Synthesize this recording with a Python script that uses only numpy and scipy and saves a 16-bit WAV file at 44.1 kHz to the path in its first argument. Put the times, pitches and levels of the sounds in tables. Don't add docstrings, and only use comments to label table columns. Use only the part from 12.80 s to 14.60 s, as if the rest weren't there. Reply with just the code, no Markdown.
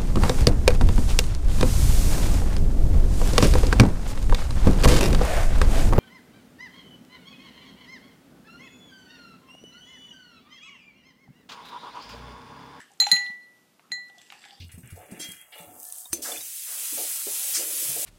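import sys
import numpy as np
from scipy import signal
from scipy.fft import rfft, irfft
from scipy.io import wavfile
from scipy.ndimage import uniform_filter1d

SR = 44100
rng = np.random.default_rng(int(sys.argv[2]) if len(sys.argv) > 2 else 0)


def unload_audio(sound):
    columns = np.transpose(np.atleast_2d(sound))
    steps = np.round(np.clip(columns, -1, 1) * 32767)
    wavfile.write(sys.argv[1], SR, steps.astype(np.int16))


def convert_level_to_amplitude(level_db):
    exponent = np.asarray(level_db, float) / 20
    return 10 ** exponent


N = 79380

WALL_HZ = [1965, 4105, 6789, 7349, 8982, 10168, 12460, 13580, 14105, 14770, 4568, 3975]


def seconds():
    return np.arange(N) / SR


def band(x, hz, width):
    return signal.lfilter(*signal.iirpeak(hz, hz / width, fs=SR), x)


def passband(x, low_hz, high_hz):
    return signal.sosfilt(signal.butter(3, [low_hz, high_hz], "band", fs=SR, output="sos"), x)


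def unit(x):
    return x / np.sqrt(np.mean(x ** 2))


def resonate(x, hz, width):
    return band(band(x, hz, width), hz, width * SECOND_WIDTH[0])


def add(out, start, x):
    i = int(start * SR)
    out[i:i + len(x)] += x[:N - i]


def ring(start, hz, t60, clock, rise):
    out = np.zeros(N)
    first = int(start * SR)
    last = np.searchsorted(clock, clock[first] + 2 * t60)
    t = np.arange(first, last) / SR - start
    fade = convert_level_to_amplitude(-60 * (clock[first:last] - clock[first]) / t60)
    out[first:last] = np.clip(t / rise, 0, 1) * fade * np.sin(2 * np.pi * hz * t)
    return out


def burst(tau):
    click = 0.22 * np.exp(-np.arange(2048) / SR / tau) * rng.standard_normal(2048)
    click[0] = 2
    return click


def walk(rate):
    hold = int(SR / rate)
    steps = np.repeat(rng.standard_normal(N // hold + 1), hold)
    return unit(uniform_filter1d(steps, hold)[:N])


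def grit():
    hits = rng.random(N) < 2500 / SR
    grains = hits * convert_level_to_amplitude(1.26 * rng.exponential(size=N)) * rng.standard_normal(N)
    return unit(grains) + 0.24 * rng.standard_normal(N)


SECOND_WIDTH = (2,)


def glass():
    # level/dB, t60/s, twin level/dB
    wall_tones = [(-11.5, 0.6, -30), (0, 0.23, -28.5), (-10, 0.15, -29), (-24, 0.24, -3.5),
                  (-20.5, 0.1, -9), (-23, 0.11, -8), (-29, 0.074, -17), (-37, .16, -13), (-21.5, .09, -15),
                  (-34, .1, -13.5), (-18.5, 0.02, -16.5), (-25.5, .06, -16.5)]
    twin_hz = [1976, 4111, 6797, 7316, 8956, 10148, 12475, 13600, 14125, 14745, 4690, 3921]
    # t/s, level/dB, lowest tone/dB, treble slope/dB per octave, twin level/dB
    knocks = [
        (.2011, -8.5, -10, -0.9, -8),
        (0.2672, -46.5, 8, 14.5, -1.5),
        (0.3152, -7.5, -1.5, 0.93, 2),
        (0.355, -38.5, -22, 13, -3.5),
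        (1.1181, -24, 6.5, -2, -5),
    ]
    knock_spots = [0, 3, 1, 3, 2]
    # rim/dB, middle/dB, foot/dB, grazing touch/dB
    spots = [(0, 0.5, 1, 8), (-1, 0.5, -0.5, 0.5), (0, -1.5, 0.5, 6.5), (5, -11.5, 1.5, -7),
             (-4, 0.5, 0.5, 1.5), (-2, 0.5, -7.5, 0.5), (3.5, -2.5, 1.5, -8.5), (5, 1.5, -1, -4),
             (0.5, 1, -11, -8.5), (3, 1.5, -4, -12.5), (5, 4.5, -12, -3), (-0.5, -4.5, 2, -10)]
    # t/s, then factors for the lowest tone, the second (sinking fast near 0.6 s), the
    damping = np.array([(0, 4.4, 1.55, 1.8), (.27, 2.8, 0.98, 0.79), (.314, 1.4, 0.79, 1.3),
                        (.318, 0.65, 1.53, 1.49), (.35, 0.46, 0.9, 0.51), (.43, 0.69, 0.69, 0.91),
                        (0.521, 0.83, 0.82, 0.86), (0.559, 1.83, 2.5, 0.96), (.6, 1.07, 3, .95),
                        (.66, 0.83, 2.5, 1.04), (1.1, 1.48, 1.46, 0.95), (1.19, 0.6, 0.6, 0.9),
                        (1.22, 1.35, 0.49, 0.6), (1.36, 1.09, 1.54, 0.75), (1.4, 0.69, .9, .8),
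                        (1.8, 0.7, .9, 0.85)]).T
    clocks = []
    for factor in damping[1:]:
        speed = np.clip(np.interp(seconds(), damping[0], factor), 0.2, 5)
        clocks.append(np.cumsum(speed) / SR)
    crack_db, crack_s, contact_s = -11.5, 0.0057, 0.00032
    out = np.zeros(N)
    for (start, db, low_db, slope, twin_db), spot in zip(knocks, knock_spots):
        add(out, start, convert_level_to_amplitude(db + crack_db) * passband(burst(crack_s), 1050, 6200))
        for k, (tone_db, t60, pair_db) in enumerate(wall_tones):
            tilt_db = low_db if k == 0 else slope * np.log2(WALL_HZ[k] / WALL_HZ[1])
            clock = clocks[min(k, 2)]
            main = ring(start, WALL_HZ[k], t60, clock, contact_s)
            twin = ring(start, twin_hz[k], t60, clock, contact_s)
            out += convert_level_to_amplitude(db + tone_db + spots[k][spot] + tilt_db) * (main + convert_level_to_amplitude(pair_db + twin_db) * twin)
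    return out


def ticks():
    # t/s, level/dB, f/Hz, width/Hz
    taps = [(.001, -42, 2030, 1815), (.117, -44.5, 7400, 3500), (0.136, -46, 7900, 1980),
            (0.175, -54, 7930, 1960), (.222, -24.5, 2490, 1454), (0.24, -21.5, 2800, 1480),
            (.267, -17.5, 2600, 2500), (.268, -28.5, 5870, 250), (.269, -41, 9200, 700),
            (.203, -32.5, 1120, 450), (.214, -36, 1140, 400), (0.288, -27, 3180, 1510),
            (0.329, -35.5, 1240, 1190), (0.365, -24, 2920, 1524), (0.465, -34.5, 3420, 900),
            (.995, -43.5, 1500, 2200), (1.104, -49, 1500, 2000), (1.1143, -42, 2590, 900),
            (1.1173, -50, 5010, 3000), (1.284, -47.5, 6000, 5000), (1.299, -46.5, 3500, 1210),
            (1.298, -54, 6500, 4010), (1.118, -39.5, 8500, 2000), (1.423, -50, 2800, 1940),
            (1.383, -37, 5050, 5040), (1.4157, -39.5, 3400, 2500), (1.417, -44, 6840, 1210),
            (1.417, -49.5, 11600, 3990), (1.385, -53, 12000, 3500), (1.502, -31, 2600, 2190),
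            (1.523, -30, 1880, 1670), (1.523, -39.5, 9000, 9000), (1.62, -43, 2950, 2010),
            (1.6396, -37.5, 1920, 900), (1.642, -38, 3350, 2020), (1.651, -35.5, 2584, 3020),
            (1.654, -49.5, 7600, 1500), (1.686, -41, 3300, 2430), (1.697, -51, 3200, 700),
            (1.708, -38, 3720, 1490), (1.731, -61, 4700, 1500)]
    fade_s, air_db = 0.0032, -37
    out = np.zeros(N)
    for start, db, hz, width in taps:
        click = burst(fade_s)
        body = passband(click, hz ** 2 / (hz + 0.82 * width), hz + 0.6 * width)
        add(out, start, convert_level_to_amplitude(db) * (body / np.abs(body).max() + convert_level_to_amplitude(air_db) * click))
    return out


def booms():
    # t/s, level/dB, f/Hz
    puffs = [(0.104, -48, 785), (0.116, -45, 785), (0.2, -33.5, 725), (0.221, -25.5, 805),
             (0.267, -15, 820.4), (0.289, -41, 830), (0.326, -27, 845), (0.369, -46.5, 752),
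             (0.457, -41.5, 810), (0.497, -44, 857), (0.994, -52, 704), (1.117, -40, 776),
             (1.178, -46, 810), (1.298, -46.5, 782), (1.346, -48, 805), (1.376, -45.5, 710),
             (1.502, -49.5, 795), (1.522, -54, 831), (1.549, -47.5, 805), (1.655, -39.5, 805),
             (1.7, -48, 760), (1.777, -53, 790)]
    # f/Hz, level/dB, t60/s
    air_tones = [(805, -4.5, 0.063), (845, -23, 0.076), (740, -33, 0.058)]
    rise_s = 0.0025
    out = np.zeros(N)
    for start, db, pitch_hz in puffs:
        shift = pitch_hz / air_tones[0][0]
        for hz, tone_db, t60 in air_tones:
            out += convert_level_to_amplitude(db + tone_db) * ring(start, hz * shift, t60, seconds(), rise_s)
    return out


def chatter():
    # t/s, level/dB
    settling = [
        (.2, -90.5),
        (.202, -39),
        (.25, -47.5),
        (.3, -45.5),
        (.33, -42.5),
        (.37, -46.5),
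        (.4, -56),
        (.48, -58.5),
        (.58, -82),
    ]
    level_db = np.interp(seconds(), *np.array(settling).T, right=-120)
    rub = grit() * convert_level_to_amplitude(level_db + 1.5 * walk(80))
    shiver_db, top_db, air_db, width = -1.5, -8, 9, 180
    shiver = np.zeros(N)
    for hz in [*WALL_HZ[2:10], 5900]:
        tone_db = top_db if hz > 11000 else 0
        shiver += convert_level_to_amplitude(tone_db) * band(band(rub, hz, width), hz, 3 * width)
    shiver *= np.sqrt(SR / width / 30)
    return 2.02 * passband(rub, 900, 4700) + convert_level_to_amplitude(shiver_db) * shiver + convert_level_to_amplitude(air_db) * band(rub, 820, 80)


def scrape():
    # t/s, level/dB, brightness/dB per octave
    strokes = np.array([(0, -47.5, -1), (0.052, -63, -2.5), (.15, -68.5, -4), (0.198, -77.5, -5.5),
                        (.9, -88.5, -4), (.99, -88.5, 4), (1.001, -69, -3.5), (1.1, -84, 0),
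                        (1.25, -76.5, -6.5), (1.37, -64.5, 1.5), (1.39, -60, -1.5), (1.45, -61.5, 4),
                        (1.49, -63, 7), (1.529, -53, -6), (1.6, -58, -1), (1.66, -54.5, 1),
                        (1.718, -59, -1), (1.8, -65, 6)]).T
    # f/Hz, width/Hz, level/dB
    resonances = [(810, 63, -11.5), (1350, 670, -12.5), (1840, 320, -2.5), (2800, 510, -1.5),
                  (3500, 310, -9), (4770, 2300, -10), (7455, 530, -7)]
    rub = grit()
    push_db = np.interp(seconds(), strokes[0], strokes[1])
    slope = np.interp(seconds(), strokes[0], strokes[2])
    flicker_db, bed_db = 4.5, -8
    out = convert_level_to_amplitude(bed_db) * unit(passband(rub, 750, 8800))
    for hz, width, db in resonances:
        level_db = db - 8 + slope * np.log2(hz / 2500) + flicker_db * walk(18)
        out += convert_level_to_amplitude(level_db) * unit(resonate(rub, hz, width))
    return out * convert_level_to_amplitude(push_db)


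def rubs():
    # t/s, half length/s, level/dB, f/Hz, width/Hz
    squeaks = [(.005, 0.018, -59.5, 7800, 150), (1.06, 0.025, -66, 1250, 230),
               (1.298, 0.0064, -65, 1440, 398), (1.392, 0.0067, -53.5, 3440, 350),
               (1.5, 0.013, -64, 6800, 180), (1.541, 0.023, -55, 2470, 360), (1.72, 0.026, -58, 785, 49),
               (1.57, 0.021, -59.5, 813, 70), (1.628, 0.016, -65, 760, 92), (.4, .05, -57.5, 840, 31),
               (0.63, 0.021, -67, 4150, 21), (0.018, .03, -60, 1500, 660), (.05, 0.054, -65, 3000, 400),
               (1.545, 0.029, -58, 1800, 400), (1.667, 0.044, -59, 1830, 350),
               (1.45, .03, -64.5, 3120, 750), (1.62, 0.063, -63, 4640, 630),
               (1.70, 0.031, -59.5, 3340, 330), (1.744, 0.025, -58.5, 4760, 490),
               (1.789, 0.025, -59.5, 3470, 536)]
    t, rub, out = seconds(), grit(), np.zeros(N)
    for middle, half_s, db, hz, width in squeaks:
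        swell = np.exp(-0.5 * ((t - middle) / half_s) ** 2)
        out += convert_level_to_amplitude(db) * swell * unit(resonate(rub, hz, width))
    return out


def thumps():
    # t/s, level/dB, f/Hz, half length/s
    pushes = [
        (.324, -44, 264, 0.0021),
        (.332, -33, 188, 0.0042),
        (.333, -46.5, 428, 0.0041),
        (0.348, -48.5, 215.6, 0.0048),
        (0.503, -45.5, 202, 0.0034),
        (1.108, -48, 248, 0.0018),
        (1.129, -54.5, 163.4, 0.0045),
    ]
    t, out = seconds(), np.zeros(N)
    for middle, db, hz, half_s in pushes:
        swell = np.exp(-0.5 * ((t - middle) / half_s) ** 2)
        out += convert_level_to_amplitude(db) * swell * np.sin(2 * np.pi * hz * (t - middle))
    return out


def room_echo(x):
    t60_s, lag_s, top_hz, echo_db = 0.46, 0.0032, 6180, -8.5
    t = np.arange(SR // 2) / SR
    tail = rng.standard_normal(len(t)) * (t > lag_s) * np.exp(-np.log(1000) * t / t60_s)
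    tail = unit(tail) / np.sqrt(len(t))
    tail = signal.lfilter(*signal.butter(1, top_hz, fs=SR), tail)
    return convert_level_to_amplitude(echo_db) * signal.fftconvolve(x, tail)[:N]


def floor():
    # f/Hz, level/dB
    hz, db = np.array([(18, -57.5), (30, -30), (194, -1.5), (962, -12.5), (1350, -13), (1900, -18.5),
                       (2060, -15), (14400, -23.5), (16000, -36)]).T
    f = np.maximum(np.arange(N // 2 + 1) * SR / N, 1)
    colour = convert_level_to_amplitude(np.interp(np.log(f), np.log(hz), db))
    hiss = irfft(rfft(rng.standard_normal(N)) * colour, N)
    return unit(hiss) * convert_level_to_amplitude(-64 + 0.32 * walk(9.6))


def scene():
    low_hz, top_hz = 452.6, 14900
    wall = passband(glass(), low_hz, top_hz)
    scoop = passband(ticks() + booms() + chatter() + scrape(), low_hz, top_hz) + rubs()
    base = thumps()
    echo = room_echo(0.25 * wall + scoop + 0.25 * base)
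    return (wall + scoop + base + echo + floor())[None]


def mask(x):
    band_step, reach = 1.055, 5
    mask_db, rise_db_per_octave, masked_db = -32.5, 3, -19
    f, _, z = signal.stft(x, SR, nperseg=2048, noverlap=1024)
    which = np.floor(np.log(np.maximum(f, 1000) / 1000) / np.log(band_step)).astype(int)
    power = np.array([np.sum(np.abs(z[which == b]) ** 2, axis=0) for b in range(which.max() + 1)])
    keep = np.ones_like(power)
    for b in range(reach + 1, len(power)):
        octaves = b * np.log2(band_step) - 2.5
        limit = convert_level_to_amplitude(2 * (mask_db + rise_db_per_octave * octaves))
        faint = power[b] < limit * power[b - reach:b].max(axis=0)
        keep[b, faint] = convert_level_to_amplitude(masked_db)
    return signal.istft(z * keep[which], SR, nperseg=2048, noverlap=1024)[1][:N]


def low_pass(x):
    return signal.sosfilt(signal.butter(12, 16140, fs=SR, output="sos"), x)


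def record(dry):
    sound = mask(dry[0])[None]
    sound = signal.sosfilt(signal.butter(1, 60, "high", fs=SR, output="sos"), sound)
    sound = signal.sosfilt(signal.cheby1(8, 0.5, 15300, fs=SR, output="sos"), sound)
    return low_pass(sound)


dry = scene()
out = record(dry)
unload_audio(out)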